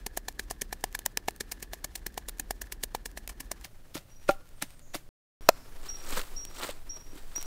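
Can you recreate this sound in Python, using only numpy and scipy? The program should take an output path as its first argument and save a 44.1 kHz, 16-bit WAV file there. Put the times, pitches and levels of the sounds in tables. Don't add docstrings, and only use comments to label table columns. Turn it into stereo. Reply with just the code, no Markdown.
import sys
import numpy as np
from scipy import signal
from scipy.io import wavfile
from scipy.ndimage import uniform_filter1d

SR = 44100
rng = np.random.default_rng(int(sys.argv[2]) if len(sys.argv) > 2 else 0)


def nominal_scale(level):
    x = np.asarray(level, float) / 20
    return 10 ** x


def wrap_up_sound(samples):
    columns = np.atleast_2d(samples).T
    tamed = np.clip(columns, -1, 1)
    steps = np.round(tamed * 32767).astype(np.int16)
    wavfile.write(sys.argv[1], SR, steps)


N = 328969

# start in seconds, end in seconds.
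GAP = (5.09, 5.409)
# time in seconds, crunch level in dB, thud level in dB, thud pitch in Hz,
# level of the bowl's ring in dB.
BLOW_ROWS = [(0.0637, -10.5, -47, 404, -49), (0.1726, -16, -37.5, 680, -29),
             (0.2835, -16.5, -41.5, 770, -27), (0.394, -18.5, -49, 403, -20.5),
             (0.5094, -22.5, -37, 750, -33), (0.617, -19.5, -45.5, 406, -30),
             (0.7268, -20, -38.5, 770, -24), (0.839, -10, -32, 760, -25), (0.9489, -19, -52, 570, -21),
             (1.06, -4, -42.5, 574, -43), (1.1712, -3.5, -46.5, 464, -28), (1.283, -14, -29.5, 765, -22),
             (1.407, -21, -45.5, 395, -25), (1.5197, -26, -55, 490, -32), (1.626, -19.5, -52, 402, -35),
             (1.733, -21.5, -44, 674, -29), (1.844, -14.5, -54.5, 277, -25.5),
             (1.9543, -16.5, -64, 365, -32), (2.064, -15.5, -48, 350, -29), (2.1763, -17, -37, 760, -66),
             (2.2847, -19, -52, 486, -45), (2.396, -13, -51.5, 280, -28), (2.5071, -14.5, -35, 747, -26),
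             (2.616, -18, -57.5, 392, -31), (2.7215, -17.5, -58, 380, -32.5), (2.835, -16.5, -49, 400, -32),
             (2.948, -16.5, -32, 833, -29.5), (3.057, -17.5, -51, 443, -29.5),
             (3.1734, -24.5, -47, 695, -31), (3.294, -21, -72.5, 250, -36.5), (3.403, -20, -56, 271, -36),
             (3.5144, -13.5, -41, 650, -34.5), (3.6457, -22.5, -65.5, 159, -68),
             (3.952, -20, -41.5, 302, -45), (3.9646, -31, -48, 900, -38), (3.976, -25.5, -56.5, 145, -43),
             (4.2896, -14.5, -31, 336, -7), (4.309, -23.5, -57, 292, -44), (4.622, -10, -54, 192, -41),
             (4.6295, -53, -49, 253, -52), (4.9435, -32, -39.5, 720, -38), (4.9508, -12, -43.5, 300, -55),
             (5.4882, 8.5, -13, 647, -20)]
# time in seconds, scuff level in dB, thud level in dB,
# thud pitch in Hz.
BUMP_ROWS = [(6.123, -23, -48.5, 258), (6.1767, -11, -43, 553), (6.6886, -31, -39.5, 560),
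             (7.1292, -47, -53.5, 290), (7.155, -43, -53, 300), (7.3772, -48, -51, 315)]
# start in seconds, relative level in dB.
TOUCH_ROWS = [(.165, -39.5), (0.5, -40.5), (0.612, -37), (0.945, -47), (1.053, -37.5), (1.2762, -39),
              (1.401, -39.5), (1.514, -36.5), (1.8412, -41), (2.827, -41), (3.944, -45), (4.277, -43),
              (4.608, -57), (4.936, -43), (5.4835, -33)]
# frequency in Hz, relative level in dB, 60 dB decay in seconds
BOWL_MODES = [(576, 0, .042), (775, -14, .11), (930, -7, .018), (1180, -4, .018), (1378, -6, .033),
              (1740, -15, .018), (2450, -13, .02)]
# frequency in Hz, relative level in dB,
# 60 dB decay in seconds.
CRACK_MODES = [(980, 15.5, 0.011), (1250, 10.5, .011), (1500, 4, 0.009), (2510, 12.5, 0.0093),
               (3244, -1.5, 0.0078), (4130, 9.5, 0.0069), (5200, -0.5, 0.006), (7250, 10, 0.0044),
               (12100, 4.5, .004), (14500, 7, .004)]
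# time in seconds, level in dB, pitch in Hz.
SNAP_ROWS = [(0.9907, -21, 11200), (1.308, -35.5, 8850), (1.362, -36, 8700), (2.2938, -22.5, 9600),
             (2.8412, -22.5, 11100), (3.2761, -22.5, 11800), (4.49, -44, 6950), (4.794, -41.5, 8230),
             (6.0906, -30.5, 7900), (6.1047, -31, 9500), (6.147, -36, 8000), (6.1937, -25.5, 1900),
             (6.2157, -30, 3000), (6.622, -38, 8500), (6.638, -29, 4540), (6.6425, -37, 1300),
             (6.4515, -26.5, 7500), (7.361, -25, 7970), (7.3802, -32.5, 1010), (7.412, -30, 7950),
             (7.427, -25, 7360)]
# frequency in Hz, relative density in dB.
CRUNCH_SPECTRUM = [(120, -17), (200, -6.5), (330, -3), (450, -15.5), (600, -3), (1250, -7), (1940, -2.5),
                   (4680, -6.5), (16000, -11.5)]
# frequency in Hz, relative density in dB.
PASTE_SPECTRUM = [(120, -12.5), (400, -2), (630, -8), (1300, -2.5), (2200, -9.5), (4200, -8.5), (6000, -15),
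                  (8300, -8.5), (9500, -17), (15500, -15.5)]
# time of most pressure in seconds, relative level in dB,
# rise in seconds per 20 dB, fall in seconds per 20 dB.
STROKE_ROWS = [(5.866, -47.5, 0.071, 0.085), (6.131, -38, 0.17, 0.043), (6.176, -31.5, 0.029, 0.06),
               (6.271, -57.5, 0.07, 0.72), (6.636, -33.5, 0.09, 0.057), (6.698, -42, 0.054, 0.052),
               (7.18, -50, 0.06, 0.056), (7.4, -51.5, 0.19, 0.41)]
# low edge in Hz, high edge in Hz.
GRIT_BANDS = [(60, 1800), (1800, 6000), (6000, 18000)]
# start in seconds, level in dB, top pitch in Hz, time in seconds until the fade.
CHIRP_ROWS = [(5.246, -38, 5700, .02), (5.884, -32.5, 5700, 0.017), (6.359, -35.5, 5680, 0.027),
              (6.891, -34.5, 5700, 0.019), (7.352, -29.5, 5776, 0.023)]
# start in seconds,
# end in seconds, carrier in Hz, nominal width in Hz, level in dB.
BAND_ROWS = [(4.09, 4.27, 5760, 45, -66), (4.81, 5.0, 6700, 1046, -67), (4.55, 4.8, 8600, 700, -70),
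             (5.5, 5.69, 5250, 600, -68)]
# frequency in Hz, relative density in dB.
AIR_SPECTRUM = [(150, -36), (250, 0), (1080, -8.5), (1730, -10.5), (2760, -15), (14400, -25), (16000, -30)]
# time in seconds, level in dB.
AIR_LEVEL = [(0, -66), (5.1, -65.5), (5.4, -59), (7.46, -60)]
# frequency in Hz, relative density in dB.
RUMBLE_SPECTRUM = [(35, -17), (60, -3.5), (120, -6.5), (250, -18.5), (500, -39.5)]
# frequency in Hz, relative density in dB.
WIND_SPECTRUM = [(5, -22.5), (10, 8), (17, 0), (30, -15), (45, -18.5), (80, -53)]
# time in seconds, level in dB.
WIND_LEVEL = [(0, -47.5), (5.1, -46.5), (5.4, -40), (6.0, -36.5), (6.25, -31), (6.5, -42.5), (7.46, -38.5)]
# frequency in Hz, 60 dB decay in seconds.
YARD_DECAY = [(200, 0.7), (700, 0.21), (1400, 0.56), (3000, 0.15), (5700, 0.61), (12000, 0.2)]
# frequency in Hz, side over its source in dB.
SIDE_LEVEL = [(40, -49.5), (250, -23), (1000, -20), (12000, -14.5)]
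# frequency in Hz, linear gain.
BAND_LIMIT = [(0, 1), (15600, 1), (15850, .04), (16850, 0), (SR / 2, 0)]

FAST, FAST_UNTIL_S = 3, 3.63
T = np.arange(N) / SR
SPEED = np.where(T < FAST_UNTIL_S, FAST, 1)


def speed_at(s):
    return FAST if s < FAST_UNTIL_S else 1


def evened(x):
    return x / np.sqrt(np.mean(x ** 2) + 1e-20)


def read(points, hz):
    f, value = np.transpose(points)
    return np.interp(np.log(hz + 1), np.log(f + 1), value)


def along(rows):
    return nominal_scale(np.interp(T, *np.transpose(rows), left=-150))


def add(mix, s, sound):
    part = mix[round(s * SR):][:len(sound)]
    part += sound[:len(part)]


def coloured(x, points, speed=1):
    hz = abs(np.fft.fftfreq(16384, 1 / SR)) / speed
    log_gain = np.log(nominal_scale(np.maximum(read(points, hz), -100)))
    taps = np.fft.ifft(np.exp(np.conj(signal.hilbert(log_gain)))).real[:8192]
    return signal.oaconvolve(x, taps / np.linalg.norm(taps))[:N]


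def at_speed(x, points):
    return coloured(x * (SPEED > 1), points, FAST) + coloured(x * (SPEED == 1), points)


def grains(per_s, spread_db, hiss):
    size = nominal_scale(spread_db * np.minimum(rng.exponential(1, N), 4))
    size = size * (rng.random(N) < per_s * SPEED / SR)
    clicks = evened(size * rng.standard_normal(N))
    return evened(clicks + hiss * rng.standard_normal(N))


def popped(x):
    pop_hz = np.geomspace(250, 16000, 16)
    pitch = rng.integers(0, len(pop_hz), N)
    out = np.zeros(N)
    for k, hz in enumerate(pop_hz):
        out += signal.lfilter(*signal.iirpeak(hz, 4, fs=SR), x * (pitch == k))
    return 3 * out


def dying(hz, t60, t, rise_s):
    return (1 - np.exp(-t / rise_s)) * nominal_scale(-60 * t / t60) * np.sin(2 * np.pi * hz * t)


def air():
    flicker = nominal_scale(2.8 * evened(uniform_filter1d(rng.standard_normal(N), 900)))
    hiss = at_speed(rng.standard_normal(N) * flicker * along(AIR_LEVEL), AIR_SPECTRUM)
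    rumble = at_speed(rng.standard_normal(N) * nominal_scale(-60), RUMBLE_SPECTRUM)
    wind = at_speed(rng.standard_normal(N) * along(WIND_LEVEL), WIND_SPECTRUM)
    return hiss + rumble + wind


def rattle():
    grazes = grains(40, 2.5, .8) * (T < GAP[0])
    t, out = np.arange(SR // 8) / SR, np.zeros(N)
    for speed, db in [(FAST, -68), (1, -73)]:
        hum = np.zeros(len(t))
        for hz, mode_db, t60 in BOWL_MODES:
            hum += nominal_scale(2.2 * mode_db) * dying(hz * speed, t60 / speed, t, .002 / speed)
        hum /= np.linalg.norm(hum)
        out += nominal_scale(db) * signal.oaconvolve(grazes * (SPEED == speed), hum)[:N]
    return out


def contacts():
    hits = [(*row, 0.016 * 2 ** (-row[1] / 8.5)) for row in BLOW_ROWS]
    return hits + [(*row, row[2] - 4, .022) for row in BUMP_ROWS]


def crushing(hits):
    crush, squelch = np.zeros((2, N))
    t, lead_s = np.arange(SR // 6) / SR, .04
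    for s, crunch_db, _, _, _, t60 in hits:
        u = (t - lead_s - .002) / np.clip(t60 / speed_at(s), .004, .05)
        pressure_db = 60 * np.where(u < 0, u / 0.65, -u)
        add(crush, s - lead_s, nominal_scale(crunch_db - 12 + pressure_db))
        add(squelch, s - lead_s, nominal_scale(crunch_db - 32 - 60 * u / 3.8) * (u > 0))
    for s, db in TOUCH_ROWS:
        sinking_s = min(blow[0] for blow in BLOW_ROWS if blow[0] > s) + 0.004 - s
        add(crush, s, nominal_scale(db + np.linspace(-7, 5, round(sinking_s * SR))))
    crackle = popped(crush * grains(6500, 2.5, 0.11))
    return at_speed(crackle + squelch * grains(2000, 0.88, 1.1), CRUNCH_SPECTRUM)


def knocking(hits):
    wood, t = np.zeros(N), np.arange(SR // 6) / SR
    for s, _, thud_db, thud_hz, ring_db, _ in hits:
        speed = speed_at(s)
        cushion = thud_db < -20
        thud = dying(thud_hz, 10 / thud_hz, t, 0.00057 / speed)
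        thud += cushion * nominal_scale(-6.0) * dying(0.6 * thud_hz, 12 / thud_hz, t, 0.0062 / speed)
        add(wood, s + 0.0025 / speed, -nominal_scale(thud_db + 16) * thud)
        crack = np.zeros(SR // 20)
        for hz, db, t60 in CRACK_MODES:
            if hz * speed < SR / 2:
                crack += nominal_scale(db) * dying(hz * speed, t60 / speed, t[:SR // 20], 0.00072 / speed)
        crack_db = max(thud_db, ring_db - 19.5) + 1.5 - 16 * cushion
        add(wood, s + 0.00074 / speed, nominal_scale(crack_db) * crack)
    return wood


def ringing(hits):
    bowl, t = np.zeros(N), np.arange(SR // 6) / SR
    spots = rng.uniform(-1, 1, (len(hits), len(BOWL_MODES), 2)) * [2, .008]
    for (s, _, _, _, ring_db, _), spot in zip(hits, spots):
        speed = speed_at(s)
        longest_s = .05 if ring_db < -20 or s > GAP[1] else 1
        for (hz, db, t60), (more_db, bend) in zip(BOWL_MODES, spot):
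            mode = dying(hz * speed * (1 + bend), min(t60, longest_s) / speed, t, 0.0033 / speed)
            add(bowl, s, nominal_scale(ring_db + 4 + db + more_db) * mode)
    return bowl


def yard(x, speed):
    starts = np.arange(200 // speed, SR - 20, 20)
    taps = np.zeros(SR)
    taps[starts + rng.integers(0, 20, len(starts))] = 1
    hz, t, z = signal.stft(taps * rng.choice([-1., 1.], SR), SR, nperseg=256)
    t60 = read(YARD_DECAY, hz / speed)[:, None] / speed
    tail = signal.istft(z * nominal_scale(-60 * t / t60), SR, nperseg=256)[1]
    return signal.fftconvolve(x, tail / np.linalg.norm(tail))[:N]


def slumping():
    level = np.zeros(N)
    chances = rng.uniform(-0.63, 1, (len(BLOW_ROWS), 3))
    for (s, *_), (late, long, db) in zip(BLOW_ROWS, chances):
        speed = speed_at(s)
        swell = np.hanning(round((0.13 + .05 * long) * SR / speed))
        add(level, s + (0.11 + 0.17 * late) / speed, nominal_scale(-63.0 + 4.8 * db) * swell)
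    return at_speed(level * grains(45, 4.5, .9), CRUNCH_SPECTRUM) * (T < GAP[0])


def snaps():
    out, t = np.zeros(N), np.arange(300) / SR
    for s, db, hz in SNAP_ROWS:
        fuzz = 0.5 * rng.standard_normal(300) * nominal_scale(-60 * t / 0.012)
        add(out, s, nominal_scale(db) * (dying(hz, 0.0015 + 6 / hz, t, .00005) + fuzz))
    return out


def insects_and_hiss():
    out = np.zeros(N)
    for start_s, end_s, hz, width_hz, db in BAND_ROWS:
        t = np.arange(0, end_s - start_s, 1 / SR)
        lowpass = signal.butter(3, width_hz / 2 + 20, fs=SR, output="sos")
        slow = signal.sosfilt(lowpass, rng.standard_normal((2, SR // 2)))[:, -len(t):]
        phase = 2 * np.pi * hz * t
        band = evened(slow[0] * np.cos(phase) + slow[1] * np.sin(phase))
        tone = np.sin(phase) * 40 / width_hz
        add(out, start_s, nominal_scale(db) * evened(band + tone) * signal.windows.tukey(len(t), .12))
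    return out


def grinding():
    pressure = np.zeros(N)
    for s, db, rise_s, fall_s in STROKE_ROWS:
        pressure += nominal_scale(db - 20 * np.maximum((s - T) / rise_s, (T - s) / fall_s))
    shared = evened(uniform_filter1d(rng.standard_normal(N), 250))
    slips = np.zeros(N)
    for band in GRIT_BANDS:
        own = evened(uniform_filter1d(rng.standard_normal(N), 300))
        clumps = nominal_scale(2.2 * shared + 2.2 * own)
        bandpass = signal.butter(2, band, "bandpass", fs=SR, output="sos")
        slips += signal.sosfilt(bandpass, evened(clumps * grains(4500, 2.0, .55)))
    seeds = popped(grains(2200, 2.6, 0.07))
    return pressure * coloured(slips + 1.1 * seeds, PASTE_SPECTRUM)


def chirps():
    out, t = np.zeros(N), np.arange(0, .06, 1 / SR)
    for s, db, top_hz, length_s in CHIRP_ROWS:
        hz = top_hz - 520 * np.exp(-t / 0.0042)
        tone = np.sin(2 * np.pi * np.cumsum(hz) / SR)
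        swell = 1 - np.exp(-(t / .006) ** 2)
        fade = np.exp(-np.maximum(t - length_s, 0) / 0.0027)
        add(out, s, nominal_scale(db) * tone * swell * fade)
    return out


def flickering_side(x):
    hz, _, z = signal.stft(x, SR, nperseg=256)
    patches = rng.random((len(z[0]) // 8 + 1, 17)) < .5
    z = z * np.kron(patches, np.ones((8, 8))).T[:len(z), :len(z[0])]
    turn = np.exp(2j * np.pi * rng.random(z.shape))
    return signal.istft(z * nominal_scale(read(SIDE_LEVEL, hz))[:, None] * turn, SR, nperseg=256)[1][:N]


def scene():
    hits = contacts()
    knock, ring, song = knocking(hits), ringing(hits), chirps()
    wood = knock + ring + rattle()
    food = crushing(hits) + snaps() + slumping() + grinding()
    sent = nominal_scale(-27.5) * ring + nominal_scale(-35) * (knock + food) + nominal_scale(-6.0) * song
    echoes = yard(sent * (SPEED > 1), FAST) + yard(sent * (SPEED == 1), 1)
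    mid = wood + food + song + insects_and_hiss() + air() + echoes
    side = flickering_side(mid - 1.2 * wood)
    return np.array([mid + side, mid - side])


def band_limit(x):
    return signal.sosfilt(signal.butter(12, 16830, fs=SR, output="sos"), x)


def record(dry):
    clipped = np.clip(dry, -.94, .94)
    lowpass = signal.firwin2(511, *np.transpose(BAND_LIMIT), fs=SR)
    limited = signal.oaconvolve(clipped, lowpass[None], "same")
    muted = limited * ((T < GAP[0]) | (T > GAP[1]))
    return band_limit(muted)


dry = scene()
out = record(dry)
wrap_up_sound(out)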